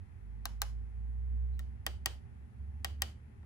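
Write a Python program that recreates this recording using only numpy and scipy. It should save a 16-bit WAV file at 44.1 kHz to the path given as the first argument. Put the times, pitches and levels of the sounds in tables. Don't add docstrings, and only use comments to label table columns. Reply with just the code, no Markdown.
import sys
import numpy as np
from scipy import signal
from scipy.fft import rfft, irfft
from scipy.io import wavfile

SR = 44100
rng = np.random.default_rng(int(sys.argv[2]) if len(sys.argv) > 2 else 0)


def log_audio(samples):
    frames = np.atleast_2d(samples).T
    limited = np.clip(frames, -1, 1)
    pcm = np.round(limited * 32767).astype(np.int16)
    wavfile.write(sys.argv[1], SR, pcm)


def volts_from_db(level):
    exponent = np.asarray(level, float) / 20
    return 10 ** exponent


N = 152145
LEAD_IN = 200


def rms_one(x):
    return x / np.sqrt(np.mean(x ** 2) + 1e-20)


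def at_hz(points, hz):
    table_hz, value = np.transpose(points)
    return np.interp(np.log(hz), np.log(table_hz + 1), value)


def sides(db):
    return volts_from_db(np.array([[.5], [-.5]]) * db)


def drift(rate):
    r = np.exp(-80 * np.pi * rate / SR)
    slow = signal.lfilter([1], [1, -2 * r, r * r], rng.standard_normal(N // 40 + 2002))[2000:]
    return np.interp(np.arange(N) / 40, np.arange(len(slow)), rms_one(slow - slow.mean()))


def band(x, low_hz, high_hz):
    return signal.sosfilt(signal.butter(2, [low_hz, min(high_hz, .45 * SR)], "band", fs=SR, output="sos"), x)


def banded_noise(spectrum, patchy_db, rate):
    # f/Hz, correlation
    likeness = [(60, 1), (130, 0.75), (220, .85), (350, -0.31), (650, -0.42), (1500, -0.18), (6000, -0.068)]
    # f/Hz, left minus right/dB
    floor_pan = [(60, -2.5), (300, 2), (700, -3), (1300, 1.5), (2400, 8.5), (5000, 0.5), (10000, -1.3)]
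    lowest, highest = spectrum[0][0], spectrum[-1][0]
    edges = lowest * 2 ** np.arange(0, np.log2(highest / lowest) + .1, 1 / 3)
    white = rng.standard_normal((2, 2, N + SR))
    out = 0
    for k, (low, high) in enumerate(zip(edges, edges[1:])):
        mid, side = band(white[k % 2], low, high)[:, SR:]
        hz = np.sqrt(low * high)
        alike = np.clip(at_hz(likeness, hz), -1, 1)
        gain = volts_from_db(at_hz(spectrum, hz) + patchy_db * drift(rate)) * sides(at_hz(floor_pan, hz))
        out = out + gain * (np.sqrt(1 + alike) * mid + np.sqrt(1 - alike) * side * [[1], [-1]])
    return rms_one(out)


def air():
    # f/Hz, level/dB per Hz
    rumble = [(19, -33.5), (32, -15.5), (54, -5), (77, 1), (93, 4), (146, -14), (206, -8.5), (307, -37),
              (420, -40.5), (550, -67), (920, -120)]
    # f/Hz, level/dB per Hz
    hiss = [(210, -32.5), (350, 1.5), (524, -11.5), (808, -9.5), (1270, -13), (1870, -12), (3520, -28),
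            (10400, -34), (14200, -44.5)]
    # f/Hz, width/Hz, level/dB
    whistles = [(818, 130, -79.5), (9320, 280, -95), (10520, 470, -92), (12200, 1000, -99)]
    out = volts_from_db(-52) * banded_noise(rumble, patchy_db=2.0, rate=9.0)
    out = out + volts_from_db(-69.5) * banded_noise(hiss, patchy_db=-0.4, rate=3.7)
    out = signal.sosfilt(signal.cheby2(8, 40, 13300, fs=SR, output="sos"), out)
    for hz, width_hz, db in whistles:
        whistle = rms_one(band(rng.standard_normal((2, N)), hz - width_hz / 2, hz + width_hz / 2))
        out = out + volts_from_db(db + 1.5 * drift(4.5)) * whistle
    return out


def engine():
    # t/s, firing tone f/Hz, level/dB
    speeding_up = [(0.15, 52.2, -63), (0.252, 52.68, -47.5), (0.77, 56.7, -38), (0.928, 57.64, -46.5),
                   (0.97, 58.87, -40), (1.44, 61.57, -33), (1.638, 63.25, -39), (1.82, 63.3, -51.5),
                   (1.91, 64.23, -41.5), (2.19, 66.12, -47), (2.24, 70.3, -64), (2.31, 67.57, -52),
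                   (2.46, 68.13, -47.5), (2.48, 67.8, -67), (2.621, 69.07, -42.5), (3.04, 72.43, -42.5),
                   (3.15, 76.07, -48), (3.45, 73.3, -56)]
    wobble_hz, flutter_db = .5, .5
    s, hz, db = np.transpose(speeding_up)
    t = np.arange(N) / SR
    phase = 2 * np.pi * np.cumsum(np.interp(t, s, hz) + wobble_hz * drift(4.5)) / SR
    fade_in = np.clip(t / s[0], 0, 1)
    level = volts_from_db(np.interp(t, s, db) + flutter_db * drift(4.0)) * fade_in
    return np.sqrt(2) * level * np.sin(phase)


def patch(db):
    t = np.arange(SR // 5) / SR
    edges = np.linspace(13800, 15600, 5)
    fade_t60_s, longest_s = .6, .095
    out = 0
    for strip in zip(edges, edges[1:]):
        length = longest_s * rng.uniform(.55, 1.2) * np.clip((db + 45) / 20, .05, 1)
        gate = np.clip((t - .008) / .005, 0, 1) * np.clip((length - t) / .02, 0, 1)
        noise = gate * volts_from_db(-60 * t / fade_t60_s) * rng.standard_normal((2, len(t)))
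        out = out + signal.sosfilt(signal.ellip(4, 1, 50, strip, "band", fs=SR, output="sos"), noise)
    return 2 * volts_from_db(-51.5 - 0.14 * (db + 19)) * out


def tail(colour, ridges, tilt_db):
    # f/Hz, t60/s
    tail_t60 = [(400, 0.55), (1500, 0.51), (3500, 0.47), (7000, 0.52), (14000, 0.57)]
    rise_s, gate_s = 0.0046, 0.11
    early_db, early_t60_s = 23.5, 0.033
    t = np.arange(SR // 3) / SR
    edges = np.geomspace(300, 15700, 27)
    white = rng.standard_normal((2, 2, SR // 3))
    out = 0
    for k, (low, high) in enumerate(zip(edges, edges[1:])):
        hz = np.sqrt(low * high)
        octaves = np.log2(hz / 2000)
        late = volts_from_db(-60 * t / at_hz(tail_t60, hz))
        early = volts_from_db(early_db - 2.3 * octaves - 60 * t / early_t60_s)
        level = volts_from_db(at_hz(colour, hz) + 0.74 * tilt_db * octaves)
        out = out + band(white[k % 2], low, high) * level * (late + early)
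    for hz, width_hz, db, t60 in ridges:
        ring = band(rng.standard_normal((2, SR // 3)), hz - width_hz / 2, hz + width_hz / 2)
        out = out + ring * volts_from_db(db - 60 * t / t60)
    out = signal.sosfilt(signal.cheby2(12, 40, 12800, fs=SR, output="sos"), out)
    return (1 - np.exp(-t / rise_s)) * out / (1 + (t / gate_s) ** 4)


def snap(modes, tilt_db):
    # t after/s, level/dB
    contacts = [
        (0, 1.5),
        (.0004, -14),
        (.0009, -17.5),
        (.0014, -17),
        (.0021, -14),
        (.0031, -16.5),
        (.0044, -23.5),
    ]
    # t after/s, left/dB, right/dB
    echoes = [
        (.0042, -25, -24.5),
        (.0075, -23, -25.5),
        (.0145, -27, -26.5),
    ]
    # f/Hz, left leads by/rad
    port_lead = [(600, .2), (2000, 1.1), (2800, 3), (3900, 4.4), (4700, 6.4), (7000, 6), (9000, 3.7),
                 (15000, -5.3)]
    late_cycles, most_cycles = 0.74, 55
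    crack_db, crack_t60_s, crack_low_hz = -8, 0.0016, 2510
    since = np.arange(SR // 5) / SR
    body = 0
    for k, (hz, left_db, right_db, t60) in enumerate(modes):
        t = np.maximum(since - late_cycles / hz, 0)
        struck_db = -1.5 + tilt_db * np.log2(hz / 2000) + 0.38 * rng.standard_normal()
        level = (-1) ** k * volts_from_db(np.array([[left_db], [right_db]]) + struck_db)
        rise_cycles = 1 if hz < 2200 else 0.14
        swell = 1 - np.exp(-t * hz / rise_cycles)
        dying = volts_from_db(-60 * t / min(t60, most_cycles / hz))
        body = body + level * np.sin(2 * np.pi * hz * t) * swell * dying
    crack = band(rng.standard_normal(SR // 5), crack_low_hz, SR)
    body = body + volts_from_db(crack_db + 2.9 * tilt_db - 60 * since / crack_t60_s) * crack

    touched = sum(volts_from_db(db) * np.roll(body, int(s * SR), axis=1) for s, db in contacts)
    dull = band(touched, 170, 5350)
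    heard = touched
    for s, left_db, right_db in echoes:
        heard = heard + volts_from_db(np.array([[left_db], [right_db]])) * np.roll(dull, int(s * SR), axis=1)

    hz = np.arange(SR // 10 + 1) * 5.
    left_lead = np.interp(hz, *np.transpose(port_lead)) * np.array([[1], [0]])
    turn = left_lead - 2 * np.pi * hz * LEAD_IN / SR
    return irfft(rfft(heard) * np.exp(1j * turn))[:, :SR // 6]


def slide():
    start_s, length_s, level_db, hz = 1.522, .055, -80, 4100
    stroke = np.sin(np.pi * np.clip((np.arange(N) / SR - start_s) / length_s, 0, 1))
    return volts_from_db(level_db) * stroke * rms_one(band(rng.standard_normal((2, N)), .95 * hz, 1.05 * hz))


def buttons():
    # t/s, peak level/dB, brightness/dB per octave
    upper = [
        (0.455, -22.5, -1.0),
        (0.618, -18.5, 0.15),
    ]
    # t/s, peak level/dB, brightness/dB per octave
    middle = [
        (1.865, -17, -0.75),
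        (2.059, -14.5, 0.37),
        (2.846, -17.5, -0.77),
        (3.02, -15, 0.83),
    ]
    # t/s, peak level/dB, brightness/dB per octave
    touches = [
        (1.593, -35, 0.1),
        (2.425, -59, -10.0),
        (3.430, -55, -10.0),
    ]
    # f/Hz, left/dB, right/dB, t60/s
    upper_modes = [(545, -27.5, -35.5, 0.015), (686, -30, -28, 0.067), (822, -13.5, -35.5, 0.06),
                   (1150, -1.5, -10, 0.015), (1561, -11, -22.5, 0.03), (1895, -20, -16.5, 0.02),
                   (2450, -25.5, -23.5, 0.015), (3060, -14.5, -18, 0.02), (3640, -19, -18, 0.0094),
                   (4040, -3.5, -4, 0.012), (4850, -17, -19.5, 0.01), (5360, -7.5, -15, 0.0062)]
    middle_modes = [(639, -21.5, -18.5, 0.015), (784.5, -20, -20.5, 0.06), (1147, -11.5, -24.5, 0.025),
                    (1536, -16.5, -26.5, 0.019), (1893, -14, -16.5, 0.03), (2485, -18.5, -16.5, 0.023),
                    (2838, -16, -15.5, 0.02), (3170, -12.5, -9.5, 0.02), (3750, -16, -22.5, 0.012),
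                    (4664, -15, -11, 0.015), (5270, -13, -25, 0.01)]
    # f/Hz, left/dB, right/dB, t60/s
    upper_dome = [(6100, -6.5, -11, 0.008), (6800, -25.5, -8, 0.0062), (7100, -8.5, -11.5, 0.0062),
                  (7560, -12.5, -19.5, 0.0032), (8900, -16.5, -13, 0.004), (10000, -14.5, -7, 0.0034),
                  (10600, -8.5, -11, 0.005), (11640, -7.5, -6, 0.004), (13600, -9, -8, 0.003),
                  (14500, -1, -3.5, 0.0038), (15500, -8, -13, 0.003)]
    middle_dome = [(6070, -11.5, -13, 0.008), (6410, -25.5, -23, 0.0086), (7170, -17, -19, 0.008),
                   (7780, -11, -16.5, 0.006), (8560, -7.5, -16, 0.00392), (9950, -14, -15.5, 0.003),
                   (11800, -11.5, -9.5, 0.006), (12300, -11.5, -13, 0.0024), (14500, 0, -0.5, 0.0013),
                   (14500, -6.5, -11, 0.003), (15400, -11.5, -13.5, 0.003), (16200, -19, -17, 0.003)]
    # f/Hz, left/dB, right/dB, t60/s
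    rim = [(13000, -7.5, -9, .0025)]
    # f/Hz, left/dB, right/dB, t60/s
    cap_modes = [(1330, -10.5, -18.5, 0.015), (1830, -4.5, -12, 0.02), (2800, -10, -12, 0.01),
                 (3800, -9, -10.5, 0.011), (5000, -27.5, -18, 0.0064), (6130, -23, -16, 0.006),
                 (7300, -10.5, -10.5, 0.0042), (8850, -15, -20, 0.004), (10300, -18.5, -18.5, 0.0035),
                 (12100, -17.5, -20, 0.004), (15500, -7, -8, 0.003)]
    # f/Hz, level/dB
    upper_tail = [(450, -27), (950, -21), (2200, -30), (4200, -30), (7000, -33.5), (8600, -41),
                  (11500, -36), (15000, -62)]
    middle_tail = [(350, -23.5), (800, -27.5), (1900, -29), (3100, -30), (4700, -32), (7500, -39),
                   (11500, -45.5), (14500, -42.5)]
    # f/Hz, width/Hz, level/dB, t60/s
    upper_ridges = [(856, 88, -27, .4), (1570, 80, -28.5, .4), (2980, 160, -21.5, 0.34),
                    (4060, 120, -32, .4), (5230, 300, -30.5, 0.66), (6740, 220, -35, .4)]
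    middle_ridges = [(598, 60, -26, 0.44), (773, 66, -22, .4), (1860, 110, -29, .4), (3049, 300, -22.5, .5),
                     (4650, 150, -26.5, .5), (8100, 280, -33, 0.31)]
    struck = ((upper, upper_modes + upper_dome, upper_tail, upper_ridges),
              (middle, middle_modes + middle_dome + rim, middle_tail, middle_ridges),
              (touches, cap_modes, upper_tail, middle_ridges))
    out = np.zeros((2, N + SR))
    for events, modes, colour, ridges in struck:
        for s, db, tilt_db in events:
            parts = ((snap(modes, tilt_db), LEAD_IN), (tail(colour, ridges, tilt_db), 0), (patch(db), 0))
            for part, early in parts:
                start = int(s * SR) - early
                out[:, start:start + part.shape[1]] += volts_from_db(db) * part
    return out[:, :N] + slide()


def scene():
    return air() + engine() + buttons()


def roll_off(x):
    return signal.sosfilt(signal.butter(12, 17100, fs=SR, output="sos"), x)


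def record(dry):
    # t/s, left lags by/rad, left minus right/dB
    steer = [(0, 1.13, -4), (2.3, 0.85, -3), (2.798, 0.49, -2.5), (3.198, 0.056, -2), (3.45, 0.0066, 0)]
    s, lag, db = np.transpose(steer)
    t = np.arange(N) / SR
    side = np.array([[.5], [-.5]])
    bass = signal.sosfiltfilt(signal.butter(2, 327, fs=SR, output="sos"), dry)
    pad = SR // 2
    padded = np.pad(bass, ((0, 0), (pad, pad)), "reflect", reflect_type="odd")
    whole = signal.hilbert(padded * signal.windows.tukey(N + pad * 2, .2))[:, pad:pad + N]
    turned = np.real(whole * np.exp(-1j * side * np.interp(t, s, lag)))
    steered = dry - bass + turned * sides(np.interp(t, s, db))
    heard = signal.sosfilt(signal.cheby2(12, 70, 17500, fs=SR, output="sos"), steered)
    return roll_off(heard)


dry = scene()
out = record(dry)
log_audio(out)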